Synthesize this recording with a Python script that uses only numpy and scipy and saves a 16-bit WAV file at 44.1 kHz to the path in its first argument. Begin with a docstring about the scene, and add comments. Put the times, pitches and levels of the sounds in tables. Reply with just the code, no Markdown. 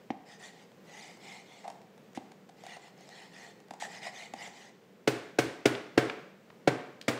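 """Throughout, shaped broadband noise gives the low rush of moving air in a live kitchen.
From the start a metal spoon scrapes frozen yogurt out of a thin plastic tub: breaking ice crystals hiss and
excite the wall's resonances, the wall squeaks as the spoon slips, and decaying modes pop as it buckles.
The loaded spoon then knocks six times on the rim of a half-full plastic pitcher: low modes thud, a noise
burst clacks, and diffuse reflections ring after each knock; lighter touches tick in between."""
import sys
import numpy as np
from scipy import signal
from scipy.fft import rfft, irfft
from scipy.io import wavfile

SR = 44100
rng = np.random.default_rng(int(sys.argv[2]) if len(sys.argv) > 2 else 0)


def store_pcm(level_fs):
    """Save levels as 16-bit WAV."""
    pcm = np.round(np.clip(level_fs, -1, 1) * 32767).astype(np.int16)
    wavfile.write(sys.argv[1], SR, np.atleast_2d(pcm).T)


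N = 317079
SHORT = np.arange(SR // 4) / SR   # time axis of one short sound, s


def from_db(db):
    """Logarithmic level: 20 dB is a factor of ten in amplitude."""
    return 10 ** (np.asarray(db) / 20)


def rms_one(x):
    """Normalization: scale to unit rms."""
    return x / np.sqrt(np.mean(x ** 2) + 1e-20)


def at_hz(points, hz):
    """Interpolation on a logarithmic frequency axis."""
    f, value = np.transpose(points)
    return np.interp(np.log(np.maximum(hz, 1)), np.log(f), value)


def add(track, s, sound):
    """Superposition: add a sound to the track at time s."""
    at = round(s * SR)
    track[at:at + len(sound)] += sound[:N - at]


def colour(x, spectrum, tilt=0):
    """Spectral shaping: filter to a spectrum tilted in dB per octave about 2 kHz; rms 1."""
    hz = np.maximum(np.fft.rfftfreq(len(x), 1 / SR), 1)
    gain = from_db(at_hz(spectrum, hz) + tilt * np.log2(hz / 2000))
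    return rms_one(irfft(rfft(x) * gain, len(x)))


def drift(per_s):
    """Random modulation: chance values, per_s a second, joined by straight lines; rms 1."""
    place = np.arange(N) / SR * per_s
    return rms_one(np.interp(place, np.arange(N), rng.standard_normal(N)))


def resonance(x, hz, width_hz):
    """Two-pole resonance: bandwidth sets the pole radius; the centre may move in short blocks."""
    radius = np.exp(-np.pi * width_hz / SR)
    angle = 2 * np.pi * np.broadcast_to(hz, x.shape) / SR
    out, state, size = np.zeros(len(x)), np.zeros(2), 512
    for i in range(0, len(x), size):
        poles = [1, -2 * radius * np.cos(angle[i]), radius * radius]
        out[i:i + size], state = signal.lfilter([1, 0, -1], poles, x[i:i + size], zi=state)
    return out


def struck(modes, pitch, spread_db):
    """Modal superposition: exponentially decaying sines, alternate in sign, with random level spread."""
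    hz, db, t60 = np.transpose(modes)[:, :, None]
    gain = from_db(db + spread_db * rng.standard_normal(db.shape) - 60 * SHORT / t60)
    signs = (-1) ** np.arange(len(modes))
    return signs @ (gain * np.sin(2 * np.pi * hz * pitch * SHORT))


def burst(spectrum, tilt, rise_s, t60):
    """Modal overlap: noise stands for many crowded modes that swell and die together."""
    swell = 1 - np.exp(-(SHORT / rise_s) ** 2)
    noise = colour(rng.standard_normal(len(SHORT)), spectrum, tilt)
    return noise * swell * from_db(-60 * SHORT / t60)


def spurt(sound, db, length):
    """Energy scaling: a short sound gets the energy of level db held for length seconds."""
    return from_db(db) * sound * np.sqrt(length * SR / np.sum(sound ** 2))


# spectrum of the moving air: (f/Hz, relative level per Hz/dB)
AIR_SPECTRUM = [(30, -2), (75, -27), (120, -10.5), (190, 0.5), (280, -9), (480, -4.5), (750, -16.5),
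                (1100, -19.5), (2000, -22), (4000, -29.5), (7500, -35), (10500, -43.5), (14000, -38.5),
                (15500, -39)]


def air(level_db=-56.5, waver_db=0.96):
    """Broadband noise: the low rush is shaped noise whose level wavers slightly."""
    level = from_db(level_db + waver_db * drift(8))
    return level * colour(rng.standard_normal(N), AIR_SPECTRUM)


# decay of the kitchen's reverberation: (f/Hz, t60/s)
ROOM_DECAY = [(120, .5), (400, 0.6157), (2000, 0.7261), (5000, 0.63), (9000, 0.44), (15000, 0.15)]


def reverberation(spectrum, tilt=0, build_s=0.0073):
    """Diffuse field: one second of dense reflections, builds quickly, decays by band; energy 1."""
    t, hz = np.arange(SR) / SR, np.fft.rfftfreq(SR, 1 / SR)
    noise = rfft(colour(rng.standard_normal(SR), spectrum, tilt))
    centres, tail = [f for f, t60 in ROOM_DECAY], 0
    # overlapping bands, each with its own decay
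    for share, (f, t60) in zip(np.eye(len(centres)), ROOM_DECAY):
        band = irfft(noise * at_hz(list(zip(centres, share)), hz), SR)
        tail = tail + band * from_db(-60 * t / t60)
    tail = tail * (1 - np.exp(-(t / build_s) ** 2))
    return tail / np.sqrt(np.sum(tail ** 2))


# spectrum of the kitchen's reflections: (f/Hz, relative level per Hz/dB)
ROOM_SPECTRUM = [(100, 1.5), (250, 0.5), (500, -2.5), (1000, 2.5), (2200, -1), (6000, 0), (14000, 3)]


def kitchen(x, wet_db):
    """Convolution: the direct sound plus its diffuse reflections."""
    return x + from_db(wet_db) * signal.fftconvolve(x, reverberation(ROOM_SPECTRUM))[:N]


# buckling of the tub wall: (t/s, level/dB)
WALL_POPS = [(0.1041, -24), (2.1747, -29), (3.711, -42.5), (4.3372, -40.5)]
# modes of the buckling wall: (f/Hz, relative level/dB, t60/s)
WALL_MODES = [(242, 2, 0.036), (335, 0.5, 0.026), (464, -9.5, 0.03), (774, 0.5, 0.031),
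              (2230, -13.5, 0.012), (3380, -42, 0.0014)]
# click of the wall, also the tick of a light touch on the rim: (f/Hz, relative level per Hz/dB)
TICK_SPECTRUM = [(100, -42), (1000, 0.5), (2000, 10), (3200, 6), (5000, 0.5), (9000, -21), (15000, -34)]


def pops(snap_db=-18):
    """Snap-through buckling: the thin wall clicks and its modes give a dull, quickly damped note."""
    out = np.zeros(N)
    for s, db in WALL_POPS:
        snap = from_db(snap_db) * burst(TICK_SPECTRUM, 0, rise_s=0.000037, t60=0.038)
        add(out, s, from_db(db) * (struck(WALL_MODES, 1, spread_db=0.0) + snap))
    return out


def crystals(per_s, spread_db):
    """Random impulse process: ice crystals break under the edge, most small, a few large."""
    sizes = from_db(spread_db * np.minimum(rng.exponential(1, N), 5)) * rng.choice([-1, 1], N)
    return rms_one(sizes * (rng.random(N) < per_s / SR))


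def tub_wall(x, hz=745, width_hz=250, wander=0.034):
    """Cascaded resonance: the tub's hollow note, steep on both sides, shifts as the spoon presses elsewhere."""
    centre = hz * (1 + wander * drift(13)[:len(x)])
    return rms_one(resonance(resonance(x, centre, width_hz), centre, width_hz))


# spectrum of the scraping hiss: (f/Hz, relative level per Hz/dB)
HISS_SPECTRUM = [(400, -27), (1100, -6), (1600, -22), (2600, 2), (3500, 2), (4900, -1.5), (6000, -3),
                 (7000, -3.5), (8500, -8.5), (10500, -19.5), (15000, -35)]


def crunch(grains, patchy_db=1.9, patches_per_s=80, count=12):
    """Independent band modulation: as the contact shifts, each treble band flares and fades by itself."""
    edges, out = np.geomspace(1400, 15000, count + 1), 0
    for low, high in zip(edges, edges[1:]):
        band_pass = signal.butter(2, [low, high], "band", fs=SR, output="sos")
        band = signal.sosfilt(band_pass, grains)
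        out = out + band * from_db(patchy_db * drift(patches_per_s))
    return colour(out, HISS_SPECTRUM)


# spoon strokes: (start t/s, end t/s, force level/dB, ring at mid-stroke f/Hz, hiss peak f/Hz);
# both frequencies are those before the wall flexes
SPOON_STROKES = [(0.25, 0.381, -5.5, 1860, 5000), (0.384, 0.521, 0, 1870, 6940),
                 (0.5, 0.675, -14.5, 2040, 4640), (0.84, 1.19, -2, 2000, 6630),
                 (1.183, 1.435, 0, 2120, 4560), (1.405, 1.727, -9, 2080, 3300),
                 (2.558, 2.672, -15, 1950, 5500), (2.635, 2.792, 0, 1980, 2870),
                 (2.796, 2.912, -8.5, 1970, 3340), (2.949, 3.13, -13, 2070, 4470),
                 (3.073, 3.312, -3.5, 2000, 4450), (3.298, 3.54, -3, 1900, 3720),
                 (3.797, 3.881, 7.5, 1880, 8100), (3.88, 4.012, 2, 1910, 4870),
                 (4.005, 4.112, 8, 1950, 4900), (4.113, 4.296, 3, 2040, 6630),
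                 (4.346, 4.514, 4, 1980, 6800), (4.5, 4.719, -5, 1950, 6800)]
# force drives all three voices: level at 0 dB of force, and dB gained per dB of force
RING_DB = -53   # gains 1 dB per dB
WALL_DB, WALL_FOLLOWS = -56, 0.68
HISS_DB, HISS_FOLLOWS = -54, 0.76
RING_RISE_HZ_PER_S = 320   # the note climbs as the spoon travels along the wall


def scraping(judder_db=0.4, judder_per_s=130, wander=0.024, squeak_db=-7.5, roundness=0.94):
    """Excitation and resonance: in each swelling stroke, crushed crystals hiss and drive the tub."""
    out = np.zeros(N)
    grains = crystals(per_s=6000, spread_db=1.5) * from_db(judder_db * drift(judder_per_s))
    rasp, wall = crunch(grains), tub_wall(grains)
    flex = 1 + wander * drift(25)   # the notes shift as the wall bends
    for start, end, force_db, ring_hz, hiss_hz in SPOON_STROKES:
        on = slice(round(start * SR), round(end * SR))
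        from_middle_s = np.arange(on.start, on.stop) / SR - (start + end) / 2
        hz = (ring_hz + RING_RISE_HZ_PER_S * from_middle_s) * flex[on]
        ring = rms_one(resonance(resonance(grains[on], hz, width_hz=170), hz, width_hz=2000))
        squeak = rms_one(resonance(grains[on], hiss_hz * flex[on], width_hz=280))
        hiss = rms_one(rasp[on] + from_db(squeak_db) * squeak)
        voices = (from_db(RING_DB + force_db) * ring
                  + from_db(WALL_DB + WALL_FOLLOWS * force_db) * wall[on]
                  + from_db(HISS_DB + HISS_FOLLOWS * force_db) * hiss)
        pressure = np.sin(np.pi * (np.arange(len(ring)) + .5) / len(ring)) ** roundness
        add(out, start, pressure * voices)
    return out


# spectrum of crushed ice: (f/Hz, relative level per Hz/dB)
GRIT_SPECTRUM = [(100, -24), (1200, -5.5), (2000, 5.5), (2800, -1.5), (5000, -4), (7200, -3.5),
                 (10000, -14.5), (15000, -33)]


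def grit(db, length, envelope):
    """Enveloped noise: a short spurt of crushed ice."""
    return spurt(colour(rng.standard_normal(len(SHORT)), GRIT_SPECTRUM) * envelope, db, length)


def faint_slips(per_s=7.6, top_db=-55.5, range_db=2, length_s=.0015):
    """Random renewal process: tiny catches from first stroke to last; rows (t/s, level/dB, decay/s)."""
    first, last = SPOON_STROKES[0][0], SPOON_STROKES[-1][1]
    gaps, weakness = rng.random((80, 2)).T
    times = first + np.cumsum(.5 + gaps) / per_s
    levels = top_db - range_db * weakness
    return [(s, db, length_s) for s, db in zip(times, levels) if s < last]


# the spoon catches hard and slips: (t/s, wall level/dB, decay time constant/s)
HARD_SLIPS = [(1.641, -43, 0.019), (1.678, -37.5, 0.0065), (1.701, -41, 0.0041), (2.319, -50, .002),
              (2.491, -50, 0.0044), (2.637, -45, .0038), (2.666, -41, 0.0022), (2.766, -44, 0.0049),
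              (3.008, -52.5, 0.0021), (3.09, -47.5, 0.0018), (3.708, -38, 0.0032), (3.737, -44, 0.0042),
              (3.822, -32.5, 0.0031), (3.853, -43.5, 0.0057), (4.066, -37, 0.0074), (4.337, -36, 0.0028),
              (4.474, -43.5, 0.0039)]
ORDINARY_SLIP_S = 0.0047
SLIP_GRIT_DB = -10   # grit against the wall, for an ordinary slip
SLOW_SLIP_DULLS_DB = 5   # grit lost per doubling of the length


def slips(wall_ring_s=0.00061):
    """Stick-slip: each release spurts grit, more of it when quick, and the wall answers."""
    out = np.zeros(N)
    for s, db, length in HARD_SLIPS + faint_slips():
        dying = np.exp(-SHORT / length)
        wall = tub_wall(rng.standard_normal(len(SHORT)) * dying)
        add(out, s, spurt(wall, db, length + wall_ring_s))   # the wall rings a little longer
        grit_db = db + SLIP_GRIT_DB - SLOW_SLIP_DULLS_DB * np.log2(length / ORDINARY_SLIP_S)
        add(out, s, grit(grit_db, length, dying))
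    return out


# the edge digs into fresh ice: (t/s, level/dB)
ICE_DIGS = [(2.149, -52), (3.8, -47)]


def digs(length_s=.027):
    """Steady fracture: cutting into ice makes an even run of grit that stops when the edge is through."""
    out = np.zeros(N)
    for s, db in ICE_DIGS:
        add(out, s, grit(db, length_s, envelope=SHORT < length_s))
    return out


# modes of pitcher and counter, before each knock's pitch ratio: (f/Hz, relative level/dB, t60/s)
PITCHER_MODES = [(118.5, -11, 0.11), (140, -11.5, 0.092), (255, -7.5, 0.092), (319, -3.5, 0.085),
                 (425.7, 3, 0.07), (545.6, -4, 0.066), (701, -4, 0.053), (863, -12, 0.027),
                 (1283, -23.5, 0.049), (1506, -18, 0.13), (1790, -29, 0.1), (2159, -12.5, 0.051)]


def rim_modes(main_db):
    """Modal participation: where the spoon lands raises or lowers the strongest mode."""
    main = max(PITCHER_MODES, key=lambda mode: mode[1])
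    return [(hz, db + main_db * (hz == main[0]), t60) for hz, db, t60 in PITCHER_MODES]


# knocks on the rim: (t/s, relative clack level/dB, relative thud level/dB, pitch ratio,
# brightness/dB per octave, main note's relative level/dB, set by the spot struck)
RIM_KNOCKS = [(5.0737, -21.5, -16.5, 0.99, 0, -0.5), (5.3852, -21, -16, 1.02, 0.3, -3),
              (5.6543, -18, -13.5, 0.96, -0.5, -1), (5.9750, -18, -14.5, 1.023, -2, 0),
              (6.6734, -17.5, -15, 1.04, -2.5, -7), (7.0797, -20.5, -17.5, 0.93, -0.56, -11)]
# light touches on the rim: (t/s, relative level/dB, brightness/dB per octave)
RIM_TOUCHES = [(5.461, -34, -9), (5.7507, -33.5, -3.5), (6.098, -29.5, -4.5), (6.502, -46, -7.5),
               (7.013, -41, 7), (7.024, -49, 5), (7.177, -40, -4)]
# crowded upper modes of the pitcher wall: (f/Hz, relative level per Hz/dB)
CLACK_SPECTRUM = [(80, -16), (400, 4.5), (1050, -5.5), (1600, -0.5), (2300, -1.5), (2800, -6), (4500, -8),
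                  (6200, -12), (8300, -16), (10500, -25), (15000, -31)]
# a knock as the room returns it: (f/Hz, relative level per Hz/dB)
WASH_SPECTRUM = [(90, -20), (200, -3.5), (430, 7.5), (700, 1), (1000, -0.5), (1500, 1), (2200, -1.5),
                 (3000, -6), (6000, -12.5), (8500, -14), (11000, -20.5), (15000, -14)]


def pitcher(clack_db=3.5, wash_db=-4.5, bend_s=0.0012):
    """Impact excitation: the spoon bends the rim, low modes thud and the wall clacks; light touches tick."""
    body, wall = np.zeros(N), np.zeros(N)
    for s, wall_db, thud_db, pitch, tilt, main_db in RIM_KNOCKS:
        bending = 1 - np.exp(-SHORT / bend_s)
        thud = struck(rim_modes(main_db), pitch, spread_db=0.5) * bending
        add(body, s, from_db(thud_db) * thud)
        clack = from_db(wall_db + clack_db) * burst(CLACK_SPECTRUM, tilt, rise_s=0.0026, t60=0.058)
        add(wall, s, clack)
        # the wall radiates differently in every direction, so the room returns an even wash
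        clack_size = np.sqrt(np.sum(clack ** 2))
        add(wall, s, from_db(wash_db) * clack_size * reverberation(WASH_SPECTRUM, tilt))
    for s, db, tilt in RIM_TOUCHES:
        add(body, s, from_db(db + clack_db) * burst(TICK_SPECTRUM, tilt, rise_s=0.0003, t60=0.019))
    return wall + kitchen(body, wet_db=-10.5)


def scene():
    """Linear superposition: air, tub and pitcher sound in the same kitchen."""
    buckling = kitchen(pops(), wet_db=-12.5)
    spooning = kitchen(scraping() + digs() + slips(), wet_db=-10.0)
    return (air() + buckling + spooning + pitcher())[None]


def record(dry, low_cut_hz=85, top_cut_hz=15600):
    """Band limiting: a small microphone loses the deep bass; the top is cut."""
    high_pass = signal.butter(3, low_cut_hz, "high", fs=SR, output="sos")
    low_pass = signal.ellip(10, .1, 80, top_cut_hz, fs=SR, output="sos")
    return signal.sosfilt(low_pass, signal.sosfilt(high_pass, dry))


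dry = scene()
out = record(dry)
store_pcm(out)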